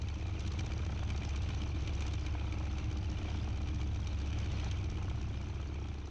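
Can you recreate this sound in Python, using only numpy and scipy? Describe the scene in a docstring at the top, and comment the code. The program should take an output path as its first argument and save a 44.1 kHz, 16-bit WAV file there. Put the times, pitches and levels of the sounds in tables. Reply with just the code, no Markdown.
"""A nine-cylinder radial aircraft engine taxiing at low power, close up, from a microphone on the wing.
Each cylinder thumps and spits through the exhaust in its turn; some firings crack sharply, the pipe
rings and the jet whistles at its lip. The two-blade propeller chops the air and its wash buffets the
microphone. The low layers swell, hold and sink with the engine's effort; a limiter holds the peaks."""
import sys
import numpy as np
from scipy import signal
from scipy.fft import rfft, irfft
from scipy.io import wavfile
from scipy.ndimage import uniform_filter1d, minimum_filter1d

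SR = 44100
rng = np.random.default_rng(int(sys.argv[2]) if len(sys.argv) > 2 else 0)


def wav_out(sig):
    """Save sig, one row per channel (or a flat mono array), as 16-bit PCM at SR to the path in sys.argv[1]."""
    wavfile.write(sys.argv[1], SR, np.round(np.clip(np.atleast_2d(sig).T, -1, 1) * 32767).astype(np.int16))


N = 269010
TIME = np.arange(N) / SR
CYLINDERS, BLADES = 9, 2

# how hard the exhaust spits: (time [s], rasp level [dB], hiss level [dB])
SPIT_LEVELS = [(0, -56.5, -62.5), (0.5, -53, -54), (0.9, -54, -59.5), (1.45, -51, -55.5),
               (1.75, -52.5, -63.5), (2.05, -50.6, -50.5), (2.35, -54, -65), (2.8, -53, -59.5),
               (3.0, -55.5, -59.0), (3.25, -51, -59.5), (3.55, -54, -60.5), (4.0, -54, -57),
               (4.65, -49.5, -58), (4.9, -55.5, -61), (5.4, -56.5, -63), (6.1, -59, -65.5)]
# firings that crack: (time [s], level [dB], rasp offset [dB], snap offset [dB], whistle pitch [Hz])
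CRACK_EVENTS = [(0.0842, -42, -11, -8, 2350), (0.404, -41.5, -13, -4.5, 2190),
                (0.4624, -39, -15, -10, 2370), (0.4748, -34, -13, -10, 3940),
                (0.5172, -35, -12, -16.5, 4350), (0.5876, -38, -10, -11, 2350),
                (0.6594, -41, -15, -10, 2400), (0.7178, -34, -7, -24, 2370), (1.1014, -30, -6, -16, 2390),
                (1.3588, -38, -15, -5, 2380), (1.487, -35, -8, -14, 2310), (1.6162, -36, -8, -14, 3100),
                (1.8736, -33.5, -2.5, -16, 2660), (2.0053, -36.5, -5, -7, 2480),
                (2.0198, -39, -3, -13, 2480), (2.0782, -37, -14, -13, 2920), (2.1335, -35, -18, -12, 2420),
                (2.2623, -32.5, -5, -11, 2300), (2.5227, -36, -3, -12, 2310),
                (2.7821, -34.5, -5, -15, 2390), (3.6845, -37.5, -3.5, -19, 2410),
                (3.8127, -36, -7, -15, 3000), (4.0701, -37.5, -7, -9, 2540),
                (4.3271, -30.5, -7.5, -25, 2470), (4.597, -34, -12.5, -13, 2460),
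                (4.7112, -30, -13, -11, 3370), (5.0963, -36.5, -6, -13, 2350)]
# spectrum of gas rasping out of the pipe: (frequency [Hz], relative level [dB])
RASP_SPECTRUM = [(500, -15), (1300, -4), (1900, -7.5), (2200, -7.5), (2400, 3.5), (2750, -10.5),
                 (3050, -1.5), (3400, -7), (4200, -12), (6000, -20.5), (8000, -29), (11000, -55.5)]
# spectrum of air chopped by a blade: (frequency [Hz], relative level [dB])
CHOP_SPECTRUM = [(150, -23.5), (300, -3), (450, 2), (550, -3), (760, 4.5), (930, -1.5), (1050, 1),
                 (1170, -4), (1330, 0), (1700, -8), (2500, -21.5), (5000, -36.5), (9000, -72.5)]


def gain_of(db):
    """Decibels to amplitude."""
    return 10 ** (np.asarray(db) / 20)


def unit_rms(x):
    """Scales to rms 1."""
    return x / np.sqrt(np.mean(x ** 2) + 1e-20)


def curve(rows, column=1):
    """One column of a time table, at every sample."""
    rows = np.array(rows)
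    return np.interp(TIME, rows[:, 0], rows[:, column])


def colour(x, spectrum):
    """Minimum-phase filter with the given spectrum; the result has rms 1."""
    hz, db = np.transpose(spectrum)
    grid = abs(np.fft.fftfreq(8192, 1 / SR))
    log_gain = np.log(gain_of(np.interp(np.log(grid + 1), np.log(hz + 1), db)))
    ring = np.fft.ifft(np.exp(np.conj(signal.hilbert(log_gain)))).real
    return unit_rms(signal.oaconvolve(x, ring[:len(ring) // 2])[:N])


def drift(hz):
    """Smooth random wander of rms 1, no faster than about hz."""
    f = np.fft.rfftfreq(N, 1 / SR)
    return unit_rms(irfft(rfft(rng.standard_normal(N)) * np.exp(-(f / hz) ** 2), N))


def recurring(turns, likeness):
    """Noise that partly repeats from one turn to the next."""
    turn, place = np.divmod(turns - np.floor(turns.min()), 1)
    size = int(N / np.ptp(turns))
    fresh = rng.standard_normal((int(turn.max()) + 1, size))
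    carried = signal.lfilter([1], [1, -likeness], fresh, axis=0)
    return unit_rms(carried[turn.astype(int), (place * size).astype(int)])


def beats(turns):
    """Samples at which a count of turns passes a whole number."""
    return np.flatnonzero(np.diff(np.floor(turns)) > 0)


def train(at, size, shape):
    """The same shape started at each given sample, each with its own size."""
    kicks = np.zeros(N)
    kicks[at] = size
    return signal.oaconvolve(kicks, shape)[:N]


def puff(rise_s, decay_s):
    """Pressure of a burst of gas: a quick swell and an exponential fall."""
    t = TIME[:SR // 10]
    shape = (1 - np.exp(-(t / rise_s) ** 2)) * np.exp(-t / decay_s)
    return shape / shape.max()


def bursts(times, db, shape, spectrum):
    """Short puffs of coloured noise at the given times and levels."""
    envelope = train((times * SR).astype(int), gain_of(db), shape)
    return envelope * colour(rng.standard_normal(N), spectrum)


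def effort_gain(top_db, follows):
    """Gain of a layer that swells and sinks by `follows` dB per dB of engine effort."""
    # engine effort: (time [s], level relative to its top [dB])
    effort = [(0, -3), (1.1, -1), (3.0, -1.2), (4.6, 0.0), (6.1, -5.5)]
    return gain_of(top_db + follows * curve(effort))


def wash(rush_db=-1.0):
    """The slipstream buffets the wing and the microphone over a soft rush of air."""
    # wind on the microphone: (frequency [Hz], relative level [dB])
    buffet_spectrum = [(10, -33), (35, -17.5), (55, -12), (76, -5), (88, -3), (100, -0.5), (112, -3),
                       (128, -14), (160, -19.5), (250, -29), (600, -52), (3000, -76.5)]
    # rushing air: (frequency [Hz], relative level [dB])
    rush_spectrum = [(100, 1), (700, 1.5), (1800, -8), (2400, -1), (4000, -9), (5200, -14), (6100, -9.5),
                     (7000, -24), (8500, -35), (11000, -72.5)]
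    buffet = effort_gain(top_db=-38, follows=1.4) * colour(rng.standard_normal(N), buffet_spectrum)
    rush = gain_of(curve(SPIT_LEVELS) + rush_db) * colour(rng.standard_normal(N), rush_spectrum)
    return buffet + rush


def slaps(trim_db=-4.0):
    """Now and then a blade meets rough air and slaps."""
    # loud blade slaps: (time [s], level [dB])
    slap_events = [(0.833, -45), (0.896, -42.5), (0.928, -43), (1.029, -37.5), (2.051, -41), (2.35, -35.5),
                   (2.415, -41), (3.476, -41.5), (4.663, -43), (5.08, -41), (5.598, -44.5)]
    times, db = np.transpose(slap_events)
    return bursts(times, db + trim_db, puff(rise_s=0.0027, decay_s=0.0022), CHOP_SPECTRUM)


def blade_tones(blade, sweep_passes=0.45, waver=0.2, harmonic_limit=42):
    """The steady part of the chop: harmonics of the blade rate, the higher ones arriving first."""
    # spectrum of the blade passing: (frequency [Hz], level per harmonic [dB])
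    tone_spectrum = [(250, -65.5), (310, -58.5), (370, -62), (460, -68), (560, -74.5), (700, -74.5),
                     (820, -67.5), (950, -80), (1300, -75)]
    hz, db = np.transpose(tone_spectrum)
    harmonic = np.arange(1, harmonic_limit)[:, None]
    blade_hz = np.ptp(blade) * SR / N
    gain = gain_of(np.interp(harmonic * blade_hz, hz, db, left=-100))
    delay = sweep_passes * (1 - harmonic / (2 * harmonic_limit))
    tones = gain * np.cos(2 * np.pi * harmonic * (blade - delay))
    return tones.sum(0) * (1 + waver * drift(11))


def propeller(crank, lag_passes=0.02, flutter_passes=0.0026, spread_db=0.4, chop_db=-5, tones_db=-2.0):
    """Each blade strikes the air alike, and chops through partly the same eddies as the last."""
    # strength of the chop: (time [s], level [dB])
    chop_levels = [(0, -57), (0.6, -52), (0.95, -47.5), (1.25, -52), (2.1, -53.5), (2.75, -50),
                   (3.05, -52.5), (4.3, -54), (4.65, -52), (6.1, -55.1)]
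    blade = crank * BLADES - lag_passes + flutter_passes * drift(25)
    at = beats(blade)
    strength = gain_of(-spread_db * rng.standard_normal(len(at)))
    passes = train(at, strength, puff(rise_s=0.007, decay_s=0.0095))
    roughness = gain_of(3.2 * drift(530))
    chop = colour(passes * roughness * recurring(blade, likeness=0.58), CHOP_SPECTRUM)
    return gain_of(curve(chop_levels) + chop_db) * chop + gain_of(tones_db) * blade_tones(blade)


def drone(crank, waver=0.027):
    """Clean low tones: blade passing, the firing rate and their relatives."""
    # engine orders: (frequency [multiples of crankshaft speed], relative level [dB])
    orders = [(2, -7.5), (3.5, -10.5), (4.5, 2.5), (5.5, -15.5), (6, -7.5), (6.5, -15), (9, -22.5),
              (10.5, -19.5), (13.5, -18), (18, -37.5), (19.5, -27), (20, -24), (20.5, -28.5)]
    tones = np.zeros(N)
    for order, db in orders:
        gain = gain_of(db) * (1 + waver * drift(4.4))
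        tones += gain * np.cos(2 * np.pi * (order * crank + rng.random()))
    return effort_gain(top_db=-36, follows=1.36) * tones


def whistle(hz, swell_cycles=5.1, decay_cycles=20.0, fall_per_s=5.6):
    """A few dozen cycles of tone that sink as the jet slows."""
    envelope = puff(swell_cycles / hz, decay_cycles / hz)
    age = TIME[:len(envelope)] - swell_cycles / hz
    falling_hz = hz * np.exp(-fall_per_s * age)
    return envelope * np.sin(2 * np.pi * np.cumsum(falling_hz) / SR)


def lip_whistles(crank, crack_db=-14.5, faint_db=-0.5, spread_db=1.5, tilt_db=-1.0,
                 share=0.8, low_hz=2300, high_hz=6400):
    """The jet whistles at the pipe's lip: on every crack, and faintly at a chance pitch on many firings."""
    at = beats(crank * CYLINDERS / 2)
    chance, pitch = rng.random((len(at), 2)).T
    pitches_hz = low_hz * (high_hz / low_hz) ** (pitch ** 1.5)
    scatter_db = spread_db * rng.standard_normal(len(at))
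    levels_db = curve(SPIT_LEVELS)[at] + faint_db + scatter_db + tilt_db * pitch
    faint = np.transpose([at / SR, pitches_hz, levels_db])[chance < share]
    loud = [(start_s, hz, db + crack_db) for start_s, db, _, _, hz in CRACK_EVENTS]
    out = np.zeros(N)
    for start_s, hz, db in np.vstack([faint, loud]):
        tone = gain_of(db) * whistle(hz)
        rest = out[int(start_s * SR):]
        rest[:len(tone)] += tone[:len(rest)]
    return out


def pipe(gas):
    """Adds the short metallic ring of the exhaust pipe."""
    # pipe resonances: (frequency [Hz], bandwidth [Hz], gain [dB])
    modes = [(2375, 81, -4.5), (2770, 130, -9.5), (3050, 72, -1.5), (3680, 140, -6)]
    return gas + sum(gain_of(db) * signal.lfilter(*signal.iirpeak(hz, hz / width, fs=SR), gas)
                     for hz, width, db in modes)


def cracks(rasp_trim_db=-6.5, snap_trim_db=-2.0):
    """The loudest firings crack out of the pipe: a burst of rasp with a bright snap."""
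    # bright edge of a crack: (frequency [Hz], relative level [dB])
    snap_spectrum = [(1500, -16.5), (3000, 0), (4000, 3), (5000, -5.5), (6000, 3.5), (7000, -6),
                     (8500, -18), (10400, -26.5), (11500, -37)]
    times, db, rasp_db, snap_db, _ = np.transpose(CRACK_EVENTS)
    shape = puff(rise_s=0.0014, decay_s=0.0034)
    rasp = bursts(times, db + rasp_db + rasp_trim_db, shape, RASP_SPECTRUM)
    snap = bursts(times, db + snap_db + snap_trim_db, shape, snap_spectrum)
    return rasp + snap


def exhaust(crank, lead_firings=0.15, jitter_s=0.00072, push_db=-10, rasp_trim_db=-7.5,
            hiss_trim_db=-4.0, push_spread_db=3.5, rasp_spread_db=2.5, hiss_spread_db=3.5):
    """Every cylinder fires once in two turns: a thump, a rasp and a jet of hiss."""
    # balance of the cylinders, in firing order: (thump [dB], rasp [dB], hiss [dB])
    cylinder_levels = [(-7.5, -4.5, -11.5), (4.5, -4.5, 7), (2.5, -2, 4), (6, -10.5, -1.5), (1, -2.5, -5),
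                       (-2.5, 0, 2.5), (7, 3, 4.5), (-10, 1, 4.5), (5, -11, -7.5)]
    # low pulse of a firing: (frequency [Hz], relative level [dB])
    thump_spectrum = [(20, -65.5), (60, -14.5), (100, -4.5), (135, 3), (152, -3), (175, 1), (215, -1),
                      (240, -17), (278, -2.5), (310, 2), (345, -7.5), (400, -15.5), (600, -29), (1500, -56)]
    # jet of escaping gas: (frequency [Hz], relative level [dB])
    hiss_spectrum = [(1500, -1.5), (3000, -5), (4000, 2), (5200, 0.5), (5900, 6.5), (6400, 2.5),
                     (7000, -4.5), (8500, -19.5), (10400, -32.5), (11500, -22.5)]
    firing = crank * CYLINDERS / 2 + lead_firings
    at = beats(firing)
    cylinder = np.round(firing[at]).astype(int) % CYLINDERS
    thump_db, rasp_db, hiss_db = np.array(cylinder_levels)[cylinder].T
    late, weight, burn, jet = rng.standard_normal((len(at), 4)).T
    at = np.clip(at + (late * jitter_s * SR).astype(int), 0, N - 1)
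    push = train(at, gain_of(thump_db + push_spread_db * weight), [1.])
    puffs = train(at, gain_of(thump_db), puff(rise_s=0.0033, decay_s=0.0049))
    # each cylinder's gas swirls down the pipe much as it did the cycle before
    swirl = puffs * recurring(crank / 2, likeness=0.85)
    thump = colour(gain_of(push_db) * unit_rms(push - push.mean()) + unit_rms(swirl), thump_spectrum)
    valve = signal.windows.hann(int(0.016 * SR)) ** 2  # the valve opens and shuts smoothly
    rasp_flow = train(at, gain_of(rasp_db + rasp_spread_db * burn), valve)
    hiss_flow = train(at, gain_of(hiss_db + hiss_spread_db * jet), valve)
    spurts = gain_of(1.5 * drift(700))  # the gas leaves raggedly
    rasp = colour(rasp_flow * spurts * rng.standard_normal(N), RASP_SPECTRUM)
    hiss = colour(hiss_flow * spurts * rng.standard_normal(N), hiss_spectrum)
    return (effort_gain(top_db=-47.6, follows=0.77) * thump
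            + gain_of(curve(SPIT_LEVELS) + rasp_trim_db) * rasp
            + gain_of(curve(SPIT_LEVELS, column=2) + hiss_trim_db) * hiss)


def scene():
    """The sound at the wing, in mono: the crankshaft drives exhaust and propeller together."""
    # crankshaft speed: (time [s], speed [turns/s])
    crank_speed = [(0.0, 16.072), (0.3, 15.879), (0.6, 15.595), (1.0, 15.604), (1.5, 15.538), (1.9, 15.416),
                   (2.4, 15.447), (3.0, 15.498), (3.5, 15.492), (4.0, 15.572), (4.6, 15.639), (5.1, 15.536),
                   (5.7, 15.587), (6.1, 15.482)]
    crank = np.cumsum(curve(crank_speed)) / SR  # angle in turns
    engine = drone(crank) + pipe(exhaust(crank) + cracks()) + lip_whistles(crank)
    return (engine + propeller(crank) + slaps() + wash())[None]


def record(dry, ceiling_db=-29.5, drive_db=0.08, cutoff_hz=10900):
    """Behind the microphone, a fast look-ahead limiter holds the bass peaks and a low-pass follows."""
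    driven = dry[0] * gain_of(drive_db)
    bass = uniform_filter1d(driven, size=24)
    allowed = np.minimum(1, gain_of(ceiling_db) / (abs(bass) + 1e-9))
    gain = uniform_filter1d(minimum_filter1d(allowed, size=500), size=400)
    lowpass = signal.firwin(255, cutoff_hz, window=("kaiser", 8), fs=SR)
    return signal.oaconvolve(driven * gain, lowpass, "same")[None]


dry = scene()
out = record(dry)
wav_out(out)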